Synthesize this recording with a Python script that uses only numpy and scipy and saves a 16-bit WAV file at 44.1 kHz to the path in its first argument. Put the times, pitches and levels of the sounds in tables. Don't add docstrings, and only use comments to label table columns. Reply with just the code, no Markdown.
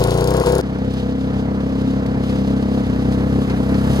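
import sys
import numpy as np
from scipy import signal
from scipy.fft import rfft, irfft
from scipy.io import wavfile

SR = 44100
rng = np.random.default_rng(int(sys.argv[2]) if len(sys.argv) > 2 else 0)


def to_wav(sig):
    pcm = np.clip(np.atleast_2d(sig), -1, 1) * 32767
    pcm = np.round(pcm).astype(np.int16)
    wavfile.write(sys.argv[1], SR, pcm.T)


N = 176400
T = np.arange(N) / SR
HZ = np.fft.rfftfreq(N, 1 / SR)


def amp(db):
    return 10 ** (np.asarray(db) / 20)


def unit_level(x):
    return x / np.sqrt(np.mean(x ** 2) + 1e-20)


def over_pitch(rows):
    pitch_hz, value = np.transpose(rows)
    return np.interp(np.log(HZ + 1), np.log(pitch_hz + 1), value)


def over_time(rows, column=1):
    rows = np.asarray(rows)
    return np.interp(T, rows[:, 0], rows[:, column])


def drift(rate_hz):
    return unit_level(irfft(rfft(rng.standard_normal(N)) / (1 + (HZ / rate_hz) ** 4), N))


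def bumps(rows):
    return sum(db * np.exp(-((T - middle_s) / width_s) ** 2) for middle_s, width_s, db in rows)


def shaped_noise(tone_db, loudness=1):
    # pitch_hz, likeness (0 to 1)
    likeness = [(100, 1), (500, 0.91), (1500, 0.76), (3000, 0.76), (7000, 0.72), (11000, 0.99)]
    same = np.clip(over_pitch(likeness), 0, .999)
    left, other = rfft(rng.standard_normal((2, N)))
    noise = irfft(np.array([left, same * left + np.sqrt(1 - same ** 2) * other]), N)
    log_gain = np.log(amp(np.maximum(tone_db, -100)))
    mirrored = np.r_[log_gain, log_gain[-2:0:-1]]
    taps = np.fft.ifft(np.exp(np.conj(signal.hilbert(mirrored)))).real[:4096]
    return unit_level(signal.oaconvolve(noise * loudness, taps[None], axes=1)[:, :N])


def burst(start_s, level_db, decay_s, tone_db):
    return amp(level_db) * (T >= start_s) * np.exp(-abs(T - start_s) / decay_s) * shaped_noise(tone_db)


def place(sound, lead, balance):
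    lead_rad = np.interp(HZ, *np.transpose(lead)) * np.minimum(HZ / 100, 1)
    left = np.exp(.5j * lead_rad) * amp(over_pitch(balance) / 2)
    return irfft(rfft(sound) * np.array([left, 1 / left]), N)


def count_cycles(speed_hz, first_firing_s):
    cycles = np.cumsum(speed_hz) / SR
    return cycles - np.interp(first_firing_s, T, cycles)


def pulse(cycles, lag, decay):
    return np.exp(-((cycles - lag) % 1) / decay)


def puffs(cycles, lag, decay, steady):
    return unit_level(steady + pulse(cycles, lag, decay) + 0.3 * pulse(cycles, lag + .76, decay))


def firing_strength():
    # middle_s, width_s, drop_db
    stumbles = [(0.437, 0.013, 13.5), (2.84, 0.017, 3), (3.475, 0.016, 2)]
    return amp(-bumps(stumbles))


def water_slaps():
    # start_s, level_db, decay_s, tilt_db_per_octave
    slaps = [(.937, -38.5, .006, 6), (2.062, -34.5, .009, 0), (3.122, -34, .022, 1), (3.498, -26, .017, -6),
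             (3.743, -29, .012, -4)]
    # pitch_hz, level_db
    tone = [(400, -23), (1000, 3), (1800, 5), (3000, 3), (4500, 3.5), (7000, -7), (12000, -15),
            (15500, -22)]
    octaves = np.log2(np.maximum(HZ, 700) / 3000)
    return sum(burst(start_s, level_db, decay_s, over_pitch(tone) + tilt * octaves)
               for start_s, level_db, decay_s, tilt in slaps)


def hiss(loudness, tone, patchy_db, grain_db):
    wobble = amp(patchy_db * drift(20) + grain_db * drift(1100))
    return shaped_noise(over_pitch(tone), loudness * wobble)


def hull_spray(cycles):
    # pitch_hz, level_db
    tone = [(500, -27), (1900, -8.5), (3000, 0), (3900, -3), (4800, -5), (7000, -12.5), (10000, -18.5),
            (12000, -19), (14000, -29), (15700, -31)]
    spray = hiss(puffs(cycles, lag=.01, decay=.44, steady=1.18), tone, patchy_db=1.23, grain_db=1)
    treble = irfft(rfft(spray) / (1 + (7500 / (HZ + 1)) ** 6), N)
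    treble_db = -4 + 10 * np.exp(T - T[-1])
    return spray + treble * (amp(treble_db) - 1)


def engine_rattle(cycles):
    # pitch_hz, level_db
    hiss_tone = [(500, -35), (1900, -1.5), (3000, 0), (3900, -3), (4700, -2.5), (6000, -7.5), (8000, -9),
                 (11200, -11.5), (13000, -19), (15500, -29)]
    # pitch_hz, level_db
    crack_tone = [(1500, -25), (3000, -4), (4700, 1), (6000, -3), (8500, -5), (11000, -2), (13000, -14),
                  (15500, -12)]
    rattle = hiss(1.2 + pulse(cycles, lag=.07, decay=.2), hiss_tone, patchy_db=1.7, grain_db=-1)
    crack = hiss(pulse(cycles, lag=.805, decay=.1), crack_tone, patchy_db=2, grain_db=3)
    return rattle + crack * amp(-2) * firing_strength()


def gas_rush(flow, tone, flutter_db):
    loudness = flow * np.sqrt(firing_strength()) * amp(flutter_db * drift(10.6))
    return shaped_noise(over_pitch(tone), loudness)


def misfire():
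    # pitch_hz, level_db
    tone = [(200, -18), (600, 4), (1050, 10), (1800, -33), (2700, -26), (4200, -14), (8000, -21),
            (15000, -38)]
    pop_s, width_s, pitch_hz = .438, .0014, 1020
    pop = amp(-15) * np.exp(-((T - pop_s) / width_s) ** 2) * np.sin(2 * np.pi * pitch_hz * (T - pop_s))
    return pop + burst(start_s=.4692, level_db=-12.5, decay_s=.004, tone_db=over_pitch(tone))


def exhaust_pipe(speed_hz, cycles, tone, echoes, sweep_rad, drone=1):
    # middle_s, width_s, boost_db, pitch_hz
    surges = [(.13, .09, 4, 140), (1.135, .035, 6, 268), (1.195, .022, 6.5, 268), (1.68, .04, 3, 268),
              (1.885, .022, 6.5, 268), (3.75, .25, 2.5, 205)]
    full_speed_hz, surge_width_hz = 33, 45
    multiples, levels_db = np.transpose(tone)
    harmonics = np.arange(1, round(multiples[-1]) + 1)
    gains = amp(np.interp(harmonics, multiples, levels_db))
    log_gain = np.log(np.r_[gains[0], gains])
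    phases = -signal.hilbert(np.r_[log_gain, log_gain[-2:0:-1]]).imag[harmonics]
    phases -= sweep_rad * harmonics ** 2
    for delay, direct in echoes:
        late = np.exp(-2j * np.pi * harmonics * delay)
        phases += np.angle((direct + late) / (1 + direct * late))
    angle = 2 * np.pi * (cycles + .003 * drift(21.7))
    ring = 0
    for k, gain, phase in zip(harmonics, gains, phases):
        if k > 5:
            gain = drone * amp(np.interp(k * speed_hz / full_speed_hz, multiples, levels_db))
        pitch_hz = k * full_speed_hz
        swell_db = bumps([(middle_s, width_s, db * np.exp(-((pitch_hz - hz) / surge_width_hz) ** 2))
                          for middle_s, width_s, db, hz in surges
                          if abs(pitch_hz - hz) < 2 * surge_width_hz])
        waver_db = 2.2 * min(k / 14, 1) * drift(5)
        ring += gain * amp(swell_db + waver_db) * np.cos(k * angle + phase)
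    flicker_db = drift(31)
    return -ring / np.sqrt(np.sum(gains ** 2) / 2) * amp(flicker_db) * firing_strength()


def approaching_boat():
    # time_s, cycles_per_s
    speed = [(0.62, 33.11), (1.0, 32.83), (1.25, 32.94), (1.54, 33.27), (2.12, 33.36), (2.3, 33.17),
             (2.6, 33.38), (2.8, 33.52), (2.87, 31.63), (2.99, 32.25), (3.25, 33.17), (3.43, 33.55),
             (3.51, 31.89), (3.6, 32.49), (3.75, 33.52), (4.0, 33.63)]
    # pitch (multiples of full engine speed), level_db
    pipe_tone = [(1, -50.5), (2, -25.5), (3, -30.5), (4, -25), (5, -32), (6, -23), (7, -26), (8, -24.5),
                 (9, -29.5), (10, -45), (11, -39.5), (12, -42), (13, -36.5), (14, -36.5), (15, -32.5),
                 (16, -41), (17, -53), (18, -41), (19, -44.5), (20, -41), (21, -50), (22, -50.5), (23, -48),
                 (26, -55), (29, -59.5), (33, -55.5), (39, -69), (48, -68)]
    echoes = [(.311, .85)]
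    # pitch_hz, level_db
    gas_tone = [(20, -26), (55, -12), (100, 1), (160, -1), (280, -4), (370, -5), (490, -8), (600, -10.5),
                (800, -11), (1100, -14), (1400, -16), (2000, -20), (3000, -32), (6000, -58)]
    # time_s, bass_db, spray_db
    levels = [(.65, -21, -46.5), (1.03, -20, -42.5), (1.13, -21.5, -47), (1.26, -19.5, -43.5),
              (1.5, -20.5, -47), (1.9, -20.5, -42.5), (2.15, -20, -46.5), (2.28, -19, -39),
              (2.6, -19.5, -43.5), (2.8, -19.5, -40.5), (2.95, -18, -43.5), (3.3, -15.5, -43),
              (3.48, -18.5, -43), (3.7, -16.5, -43), (4, -15.5, -37.5)]
    # time_s, level_db
    drone_level = [(.65, -22), (1.0, -21), (1.4, -19), (1.6, -19.5), (1.8, -19.5), (2.3, -18), (2.5, -17),
                   (2.8, -15.5), (2.87, -19.5), (3.0, -17.5), (3.1, -15.5), (3.42, -16), (3.48, -18),
                   (3.55, -16.5), (4, -17.5)]
    # time_s, level_db
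    gas_level = [(.65, -29.7), (1.5, -30), (2.5, -28.7), (3.3, -27.3), (4, -24.5)]
    # pitch_hz, lead_radians
    lead = [(0, 0), (690, -1.5), (3100, -3), (5770, -8.5), (6720, -6.5), (8180, -10.5), (9040, -14.5),
            (9650, -16.5), (10400, -18.5), (12000, -18), (12500, -33), (13700, -24), (14600, -23),
            (16400, -29)]
    # pitch_hz, level_db
    balance = [(60, 2), (110, 3), (200, 1.5), (380, 1.5), (700, -4), (1290, -3), (2380, 0.5), (4400, 0.5),
               (8120, -2), (15000, 1)]
    speed_hz = over_time(speed)
    cycles = count_cycles(speed_hz, first_firing_s=.6342)
    bass = amp(over_time(levels))
    drone = amp(over_time(drone_level)) / bass
    pipe = exhaust_pipe(speed_hz, cycles, pipe_tone, echoes, sweep_rad=.016, drone=drone) * bass
    flow = puffs(cycles, lag=.15, decay=.18, steady=2.2)
    gas = gas_rush(flow, gas_tone, flutter_db=1) * amp(over_time(gas_level))
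    spray = hull_spray(cycles) * amp(over_time(levels, column=2))
    return place(pipe + gas + spray + water_slaps(), lead, balance)


def turning_boat():
    # time_s, cycles_per_s
    speed = [(0.0, 28.69), (0.2, 29.79), (0.36, 32.64), (0.42, 32.39), (0.47, 32.28), (0.61, 34.08)]
    # pitch (multiples of full engine speed), level_db
    pipe_tone = [(1, -47), (2, -24), (3, -32.5), (4, -24.5), (5, -26), (6, -31), (7, -35.5), (8, -33.5),
                 (10, -33), (11.7, -25.5), (13, -32), (14.7, -24), (16, -29.5), (17.3, -42), (19.7, -34),
                 (22, -41), (24.5, -41.5), (27.3, -40), (30, -42), (31.5, -47.5), (32.7, -36.5),
                 (34.5, -66), (38, -52), (40.5, -52.5), (42, -45.5), (44.5, -49), (52, -50.5)]
    echoes = [(.35, .67)]
    # pitch_hz, level_db
    gas_tone = [(20, -24), (60, -10), (130, 0), (230, -6), (490, -4), (750, -7), (1050, -7), (1400, -12),
                (2000, -19), (3000, -29), (6000, -55)]
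    # time_s, exhaust_db, rattle_db
    levels = [(0, -16.5, -35), (.25, -18, -35.5), (.4, -15, -35), (.6, -16.5, -35)]
    # pitch_hz, lead_radians
    lead = [(0, 0), (690, 1.5), (1460, 1.64), (4390, 5), (5430, 8), (6550, 7), (7410, 7), (8100, 10.5),
            (9560, 2), (11600, -0.3), (12600, -2.5), (13700, -6), (14800, -5), (16400, -8)]
    # pitch_hz, level_db
    balance = [(60, 2), (110, 1.5), (200, 2.5), (380, 3), (700, 10.5), (1290, 5.5), (2380, 0), (4400, 5.5),
               (8120, 1.5), (15000, -1)]
    speed_hz = over_time(speed)
    cycles = count_cycles(speed_hz, first_firing_s=.0108)
    pipe = exhaust_pipe(speed_hz, cycles, pipe_tone, echoes, sweep_rad=.021)
    flow = puffs(cycles, lag=.05, decay=.31, steady=.19)
    gas = gas_rush(flow, gas_tone, flutter_db=-2.9) * amp(-12.5)
    exhaust = (pipe + gas) * amp(over_time(levels))
    rattle = engine_rattle(cycles) * amp(over_time(levels, column=2))
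    return place(exhaust + rattle + misfire(), lead, balance)


def scene():
    change_s = .614
    fade_out = np.clip((change_s - T) / .0039, 0, 1)
    fade_in = np.clip((T - change_s + .0054) / .025, 0, 1)
    return fade_out * turning_boat() + fade_in * approaching_boat()


def record(dry):
    ceiling, top_hz = .9, 15850
    rounded = dry / (1 + (dry / ceiling) ** 4) ** .25
    low_pass = signal.firwin(511, top_hz, window=("kaiser", 9), fs=SR)
    return signal.oaconvolve(rounded, low_pass[None], "same")


dry = scene()
out = record(dry)
to_wav(out)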